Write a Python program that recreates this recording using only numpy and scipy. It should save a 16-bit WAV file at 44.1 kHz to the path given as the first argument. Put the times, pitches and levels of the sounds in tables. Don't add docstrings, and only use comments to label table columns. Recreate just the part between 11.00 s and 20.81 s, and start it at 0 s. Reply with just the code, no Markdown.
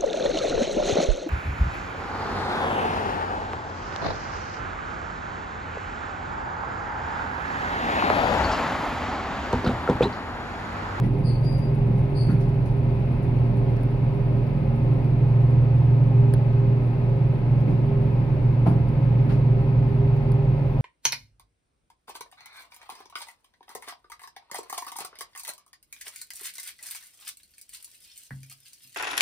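import sys
import numpy as np
from scipy import signal
from scipy.fft import rfft, irfft, next_fast_len
from scipy.io import wavfile
from scipy.ndimage import uniform_filter1d

SR = 44100
rng = np.random.default_rng(int(sys.argv[2]) if len(sys.argv) > 2 else 0)


def undo_db(level):
    steps = np.asarray(level, float) / 20
    return 10 ** steps


def materialize(psi):
    bounded = np.clip(np.atleast_2d(psi).T, -1, 1)
    quanta = np.round(bounded * 32767).astype(np.int16)
    wavfile.write(sys.argv[1], SR, quanta)


N = 432621
TIME = np.arange(N) / SR
SIDES = np.array([[.5], [-.5]])
MOTOR_HZ, PULLEY_HZ = 28.511, 8.784

# hz, left_db_per_hz, right_db_per_hz
AIR_SPECTRUM = [(20, -67, -63.5), (65, -65.5, -65), (111, -55, -51), (290, -64.5, -63.5), (760, -70.5, -76),
                (1190, -81, -80), (2610, -83, -87.5), (3120, -90.5, -93.5), (4530, -93, -106),
                (5930, -106, -116), (8270, -118, -119), (9930, -111, -104), (12300, -117, -114),
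                (15500, -110, -111)]
# hz, lead_rad
PORT_LEAD = [(30, .12), (120, 0.17), (220, 0.31), (500, 0.86), (1100, 1)]
# start_s, mains_db, motor_order_5_db
HUM_LEVELS = [(0, -25, -29), (1, -25, -24), (1.6, -23, -27), (2.1, -23, -26.5), (2.8, -22.5, -28),
              (3.8, -23, -25.5), (4.5, -17.5, -23.5), (5.4, -19, -23.5), (5.95, -21.5, -31),
              (6.5, -21.5, -25.5), (7.5, -21, -25.5), (8, -22, -24.5), (9, -20.5, -23.5), (9.81, -25, -24)]


def table(rows, hz):
    at_hz, *columns = np.transpose(rows)
    return np.array([np.interp(np.log(hz + 1e-9), np.log(at_hz), c) for c in columns])


def lead_rad(hz):
    return SIDES * table(PORT_LEAD, hz)[0]


def band(x, lo_hz, hi_hz):
    sos = signal.butter(2, [lo_hz, min(hi_hz, .45 * SR)], "bandpass", fs=SR, output="sos")
    return signal.sosfilt(sos, x) / np.sqrt((hi_hz - lo_hz) / SR * 2)


def walk(rate_hz):
    hold = int(SR / rate_hz)
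    steps = np.repeat(rng.standard_normal(N // hold + 1), hold)
    return 1.3 * uniform_filter1d(uniform_filter1d(steps, hold), hold)[:N]


def strike(t60_s, rise_s):
    t = TIME[:SR // 2]
    return (1 - np.exp(-t / rise_s)) * np.exp(-np.log(1000) * t / max(t60_s, .002))


def burst(t60_s, rise_s=.001):
    shape = strike(t60_s, rise_s)
    return rng.standard_normal((2, len(shape))) * shape


def ring(hz, t60_s, rise_s):
    return strike(t60_s, rise_s) * np.sin(2 * np.pi * hz * TIME[:SR // 2] + lead_rad(hz))


def ports(x, lo_hz, hi_hz):
    size = x.shape[1]
    hz = np.arange(size // 2 + 1) * SR / size
    edges = 1 / np.sqrt((1 + (lo_hz / (hz + 1)) ** 12) * (1 + (hz / hi_hz) ** 12))
    y = irfft(rfft(x) * edges * undo_db(table(AIR_SPECTRUM, hz)) * np.sqrt(SR / 2), size)
    return y * (TIME[:size] < TIME[size - 1] - .01)


def add(out, start_s, x):
    i = int(start_s * SR)
    out[:, i:i + x.shape[1]] += x[:, :N - i]


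def tone(hz, db, pan_db, wander_db=0.):
    phase = 2 * np.pi * (hz * TIME + rng.random()) + lead_rad(hz)
    level_db = db + SIDES * pan_db + wander_db * walk(1.6)
    return np.sqrt(2) * undo_db(level_db) * np.sin(phase)


def air():
    # centre_hz, width_hz, left_db_per_hz, right_db_per_hz
    cab_modes = [(79, 12, -52, -51.5), (122.8, 14, -41, -41.5), (138, 14, -49, -45.5),
                 (165, 49, -55.5, -54.5), (184.1, 11, -52.5, -46.5), (230.2, 8.3, -52, -48.5),
                 (267.1, 5.9, -51.5, -50), (295.5, 5.7, -55, -49.5), (316.5, 20, -65, -59),
                 (362, 32, -60, -59.5), (376.2, 5, -58.5, -53.5), (400.4, 13, -57.5, -51),
                 (500, 51, -60.5, -68.5), (538, 16, -57, -60), (600, 47, -63.5, -67),
                 (694.6, 41, -68.5, -65), (813, 40, -65, -64.5), (886, 30, -65.5, -69.5),
                 (965, 54, -68, -70), (1061, 50, -70, -77), (1340, 9, -87, -79.5), (2140, 220, -81.5, -84),
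                 (2480, 300, -85, -83.5)]
    # hz, coherence_0_to_1
    likeness = [(60, 0.9), (130, 0.94), (290, 0.79), (640, 0.6), (1410, 0), (3100, 0), (6820, 0.02),
                (15000, 0)]
    size = next_fast_len(N)
    hz = np.arange(size // 2 + 1) * SR / size
    power = undo_db(table(AIR_SPECTRUM, hz)) ** 2
    for centre_hz, width_hz, *db in cab_modes:
        peak = undo_db(np.array(db))[:, None] ** 2
        power += peak / (1 + ((hz - centre_hz) / width_hz * 2) ** 2) ** 2
    alike = np.sqrt(np.clip(table(likeness, hz)[0], 0, 1))
    shared, *own = rfft(rng.standard_normal((3, size)))
    mix = np.sqrt(alike) * shared * np.exp(1j * lead_rad(hz)) + np.sqrt(1 - alike) * np.array(own)
    return irfft(mix * np.sqrt(power * SR / 2), size)[:, :N] * undo_db(.25 * walk(5))


def brushes():
    # start_s, length_s, centre_hz, level_db, left_minus_right_db
    strokes = [
        (5.8, 0.13, 11200, -70, -16),
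        (6.622, .15, 15000, -71.5, 12),
        (9.627, .15, 14660, -66.5, 14.5),
    ]
    out = np.zeros((2, N))
    for start_s, length_s, hz, db, pan_db in strokes:
        x = rng.standard_normal((2, int(length_s * SR)))
        hiss = band(band(x, .94 * hz, 1.05 * hz), .93 * hz, 1.06 * hz) / 5
        add(out, start_s, undo_db(db - 4.5 + SIDES * pan_db) * hiss * np.hanning(x.shape[1]))
    return out


def ticks():
    # start_s, peak_db, mid_treble_db, top_db, left_minus_right_db
    taps = [(1.488, -54.5, -0.5, -18, 0.5), (2.762, -56.5, 2.5, -11, 5.5), (2.833, -48, 4, -19.5, -14.5),
            (3.467, -61, 15.5, -4, -9.5), (4.0433, -56.5, 7, -14.5, -1.5), (4.7836, -58.5, 2.5, -6, -0.5),
            (5.3375, -32.5, -4.5, -18.5, -18.5), (6.603, -57.5, 7, -14.5, -2.5), (7.884, -55.5, 8, -14, 1),
            (9.1627, -56.5, 5.5, -17.5, 2.5), (9.3184, -42.5, 4.5, -36, -18.5), (9.783, -60, 3, -10, 0)]
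    # ring_hz, t60_s
    case_modes = [
        (520, 0.021),
        (1600, 0.011),
        (4600, 0.0055),
        (10000, 0.0047),
        (15200, .004),
    ]
    light_db, bounce_s = -50, .0052
    hits = []
    for start_s, db, *rest in taps:
        if db < light_db:
            hits += [(start_s, db - 3, *rest), (start_s + bounce_s, db, *rest)]
        else:
            hits.append((start_s, db, *rest))
    out = np.zeros((2, N))
    for start_s, db, mid_db, top_db, pan_db in hits:
        pan = SIDES * pan_db
        gains_db = [13 + SIDES * 3, 3 + SIDES * -4, mid_db - 2 + SIDES * 3, 0.5 + pan, top_db + 12 + pan]
        for gain_db, (hz, t60_s) in zip(gains_db, case_modes):
            add(out, start_s + 0.00077, undo_db(db + gain_db) * ring(hz, t60_s, rise_s=.0001))
        click_db = db + 77.5 + 0.82 * min(pan_db, 0) + 1.2 * pan
        add(out, start_s + 0.001, ports(undo_db(click_db) * burst(.004, rise_s=.0001), 5000, 16000))
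        add(out, start_s + 0.0017, ports(undo_db(db + 47 + pan / 2) * burst(.06), 3000, 16000))
    return out


def knocks():
    # start_s, thud_hz, thud_db, knock_hz, knock_db
    blows = [
        (.03, 222, -30, 1950, -46.5),
        (0.199, 185, -26, 600, -60),
        (1.284, 185, -21.5, 1340, -44),
        (6.67, 165, -24.5, 348, -29.5),
        (7.658, 224, -19, 693, -27.5),
        (8.29, 199, -34, 1710, -56),
        (.88, 135, -26.5, 290, -34.5),
    ]
    # mode_hz, t60_s, level_db
    panels = [(125, 0.3, 3.5), (161.2, 0.79, 2.5), (186, 0.53, 2), (222, 0.48, -2.5), (291, 0.27, 1.5),
              (374, 0.33, -1.5), (485, .2, -9), (660, 0.14, 4.5), (757, 0.083, 2), (899, 0.14, -1),
              (1070, .1, 1), (1240, 0.095, 3), (1390, 0.25, 4), (1670, 0.19, -3), (1950, 0.17, 1.5)]
    # start_s, db_over_air_noise
    clacks = [
        (1.285, 4.5),
        (6.671, 1.5),
        (7.658, 8.5),
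        (8.29, 12),
    ]
    out = np.zeros((2, N))
    for start_s, thud_hz, thud_db, knock_hz, knock_db in blows:
        for hz, t60_s, db in panels:
            delay, detune = rng.standard_normal(2)
            thud = undo_db(thud_db - 18 * np.log2(hz / thud_hz) ** 2)
            knock = undo_db(knock_db - 20 * np.log2(hz / knock_hz) ** 2)
            level_db = db + SIDES * (-2.5 + 8.4 * (hz > 450))
            mode = ring(hz * (1 + 0.0091 * detune), t60_s, rise_s=.004)
            add(out, start_s + .006 * abs(delay), (thud + knock) * undo_db(level_db) * mode)
        shudder = band(burst(0.65, rise_s=0.008)[:1], 0.7 * thud_hz, 1.7 * thud_hz)
        add(out, start_s, undo_db(thud_db - 8.5) * shudder)
        rasp = band(burst(0.29, rise_s=0.0021), knock_hz, 1.51 * knock_hz)
        add(out, start_s, undo_db(knock_db - 2) * rasp)
    for start_s, db in clacks:
        add(out, start_s, ports(undo_db(db) * burst(0.25, rise_s=0.01), 770, 13000))
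    return out


def rattles():
    # start_s, peak_db, mid_treble_db
    strong = [(0.0314, -53, -7), (0.4388, -51, -6), (0.5754, -47, -13), (0.955, -55.5, -11),
              (1.3041, -44.5, -17), (1.4018, -50.5, -6), (1.6541, -51.5, -8), (2.2228, -52.5, -13.5),
              (6.6952, -55.5, -10.5), (7.665, -45, -14), (7.6894, -50, -13), (8.2918, -53.5, -7),
              (8.3189, -55.5, 0.5)]
    turn_db, turn_mid_db, settle_s = 5.5, 6.5, 6
    shakes = list(strong)
    for i, turn_s in enumerate(np.arange(.063, N / SR, .5 / PULLEY_HZ)):
        level, delay = rng.standard_normal(2)
        extra = np.exp(-turn_s / settle_s) * (i % 2 == 0)
        db = -57.5 + 2.2 * level - .8 * turn_s + turn_db * extra
        shakes.append((turn_s + .008 * delay, db, -22 + turn_mid_db * extra))
    shake, jingle = np.zeros((2, 2, N))
    for start_s, db, mid_db in shakes:
        x = burst(.2, rise_s=0.0033)
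        add(shake, start_s, undo_db(db + 62 + SIDES * -9) * x)
        add(jingle, start_s, undo_db(db + mid_db + 70 + SIDES * 2.4) * x)
    return ports(shake, 8800, 11600) + ports(jingle, 5000, 8000)


def squeaks():
    # start_s, pitch_hz, peak_db, attack_s, fall_db_per_s
    bites = [
        (.228, 4490, -46.5, 0.034, 125),
        (.421, 4740, -56.5, .016, 20.5),
        (.511, 4730, -59, .018, 289),
        (.562, 4730, -63, .013, 99.5),
        (1.13, 4470, -46.5, .04, 85),
    ]
    hard_db, hard_waver, soft_waver, steady_s = -52, .045, .022, .12
    hold_s, longest_s = 0.013, .09
    dry = np.zeros((2, N))
    bite = 0.14 * np.exp(-np.maximum(TIME - .232, 0) / 0.016)
    for start_s, hz, db, attack_s, fall_db_per_s in bites:
        since_s = TIME - start_s
        waver = hard_waver if db > hard_db else soft_waver
        waver = waver * (1 + np.exp(-np.maximum(since_s, 0) / steady_s)) / 2
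        pitch_hz = hz * (1.005 + bite + waver * np.clip(walk(800), -1.8, 1.8))
        phase = 2 * np.pi * np.cumsum(pitch_hz) / SR
        sound = undo_db(SIDES * 10 + 3.5) * np.sin(phase)
        sound += undo_db(-12 + SIDES * -7 + 4.5) * np.sin(2 * phase)
        after_s = np.maximum(since_s - attack_s - hold_s, 0)
        fall_db = -fall_db_per_s * after_s - 89 * np.maximum(after_s - longest_s, 0)
        shape = np.clip(since_s / attack_s, 0, 1) ** 1.3 * undo_db(fall_db)
        dry += sound * shape * undo_db(db + 0.83 * walk(55) + 1.5)
    dry = signal.sosfilt(signal.butter(3, [6500, 8600], "bandstop", fs=SR, output="sos"), dry)
    cab = burst(0.1)
    cab /= np.sqrt(np.sum(cab ** 2, axis=1, keepdims=True))
    return signal.fftconvolve(dry, cab, axes=1)[:, :N]


def pulley():
    orders = [2, 3, 6, 7, 9, 12, 17, 18, 21]
    # level_db, left_minus_right_db
    levels = [(-59.5, -3), (-50.5, -0.5), (-53, -5), (-58, -4.5), (-42, -7), (-43, -3), (-56, -4),
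              (-45.5, 2), (-49.5, -3.5)]
    # start_db, growth_db_per_s, dead_spot_s, dead_spot_spacing_s, echo_share_0_to_1
    echoes = [
        (-42, 0.2, 9.2, 15, 0.7),
        (-44, 0, 5.2, 14, 1),
        (-43, 0.45, 5, 7.8, 0.5),
    ]
    out = np.zeros((2, N))
    for order, (db, growth, dead_s, spacing_s, echo) in zip((4, 9 / 2, 5), echoes):
        turn = np.exp(2j * np.pi * (TIME - dead_s) / spacing_s)
        standing = np.abs(1 - min(echo, .95) * turn)
        out += standing * tone(order * PULLEY_HZ, db + growth * TIME, -2.5)
    for order, (db, pan_db) in zip(orders, levels):
        out += tone(order * PULLEY_HZ, db, pan_db, wander_db=2.5)
    return out


def motor():
    orders = [3, 4, 6, 8, 9, 10, 11, 12, 13, 15, 17, 19, 20, 22, 25, 30, 32, 35, 44, 45, 46]
    # level_db, left_minus_right_db
    levels = [(-44, -3), (-53.5, 3.5), (-48.5, -4.5), (-43.5, 2), (-52, -9), (-49, -1.5), (-51.5, -5),
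              (-55, -8.5), (-59.5, -1.5), (-65, 1.5), (-61.5, 11), (-59, 0.5), (-57, 11.5), (-68.5, -0.5),
              (-64.5, -2), (-60.5, -5), (-62, 4.5), (-74, 5), (-61.5, 5.5), (-75.5, 1.5), (-68.5, 0)]
    # centre_s, length_s, change_db
    flares = [(1.146, 0.12, 7.5), (2.65, 0.14, 8), (3.25, 0.1, 9.5), (3.47, 0.084, -15), (4.5, 0.31, 6.5),
              (5.2, 0.17, 8), (5.6, 0.13, 7.5), (6.246, 0.3, 4), (6.904, 0.2, 6.5), (8.652, 0.084, 8.5),
              (9.298, 0.63, 5), (9.72, 0.13, -19)]
    at_s, _, fifth_db = np.transpose(HUM_LEVELS)
    out = tone(5 * MOTOR_HZ, np.interp(TIME, at_s, fifth_db), -1.4)
    out += tone(MOTOR_HZ, -41, -2.5, wander_db=1.5)
    flare_db = sum(db * np.exp(-((TIME - s) / length_s) ** 2) for s, length_s, db in flares)
    out += tone(14 * MOTOR_HZ, -44 + flare_db + 2 * walk(7), -1.4)
    for order, (db, pan_db) in zip(orders, levels):
        out += tone(order * MOTOR_HZ, db, pan_db, wander_db=2.5)
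    return out


def mains_hum():
    at_s, mains_db, _ = np.transpose(HUM_LEVELS)
    return tone(119.936, np.interp(TIME, at_s, mains_db), -1.9)


def scene():
    background = air() + brushes() + ticks() + knocks()
    return background + rattles() + squeaks() + pulley() + motor() + mains_hum()


def band_limit(x):
    return signal.sosfilt(signal.butter(12, 17000, fs=SR, output="sos"), x)


def record(dry):
    top_hz, edge = 15830, SR // 20
    size = next_fast_len(N + SR // 10)
    longer = np.pad(dry, ((0, 0), (edge, size - N - edge)), "reflect")
    passed = np.arange(size // 2 + 1) * SR / size < top_hz
    kept = irfft(rfft(longer) * passed, size)[:, edge:edge + N]
    return band_limit(kept)


dry = scene()
out = record(dry)
materialize(out)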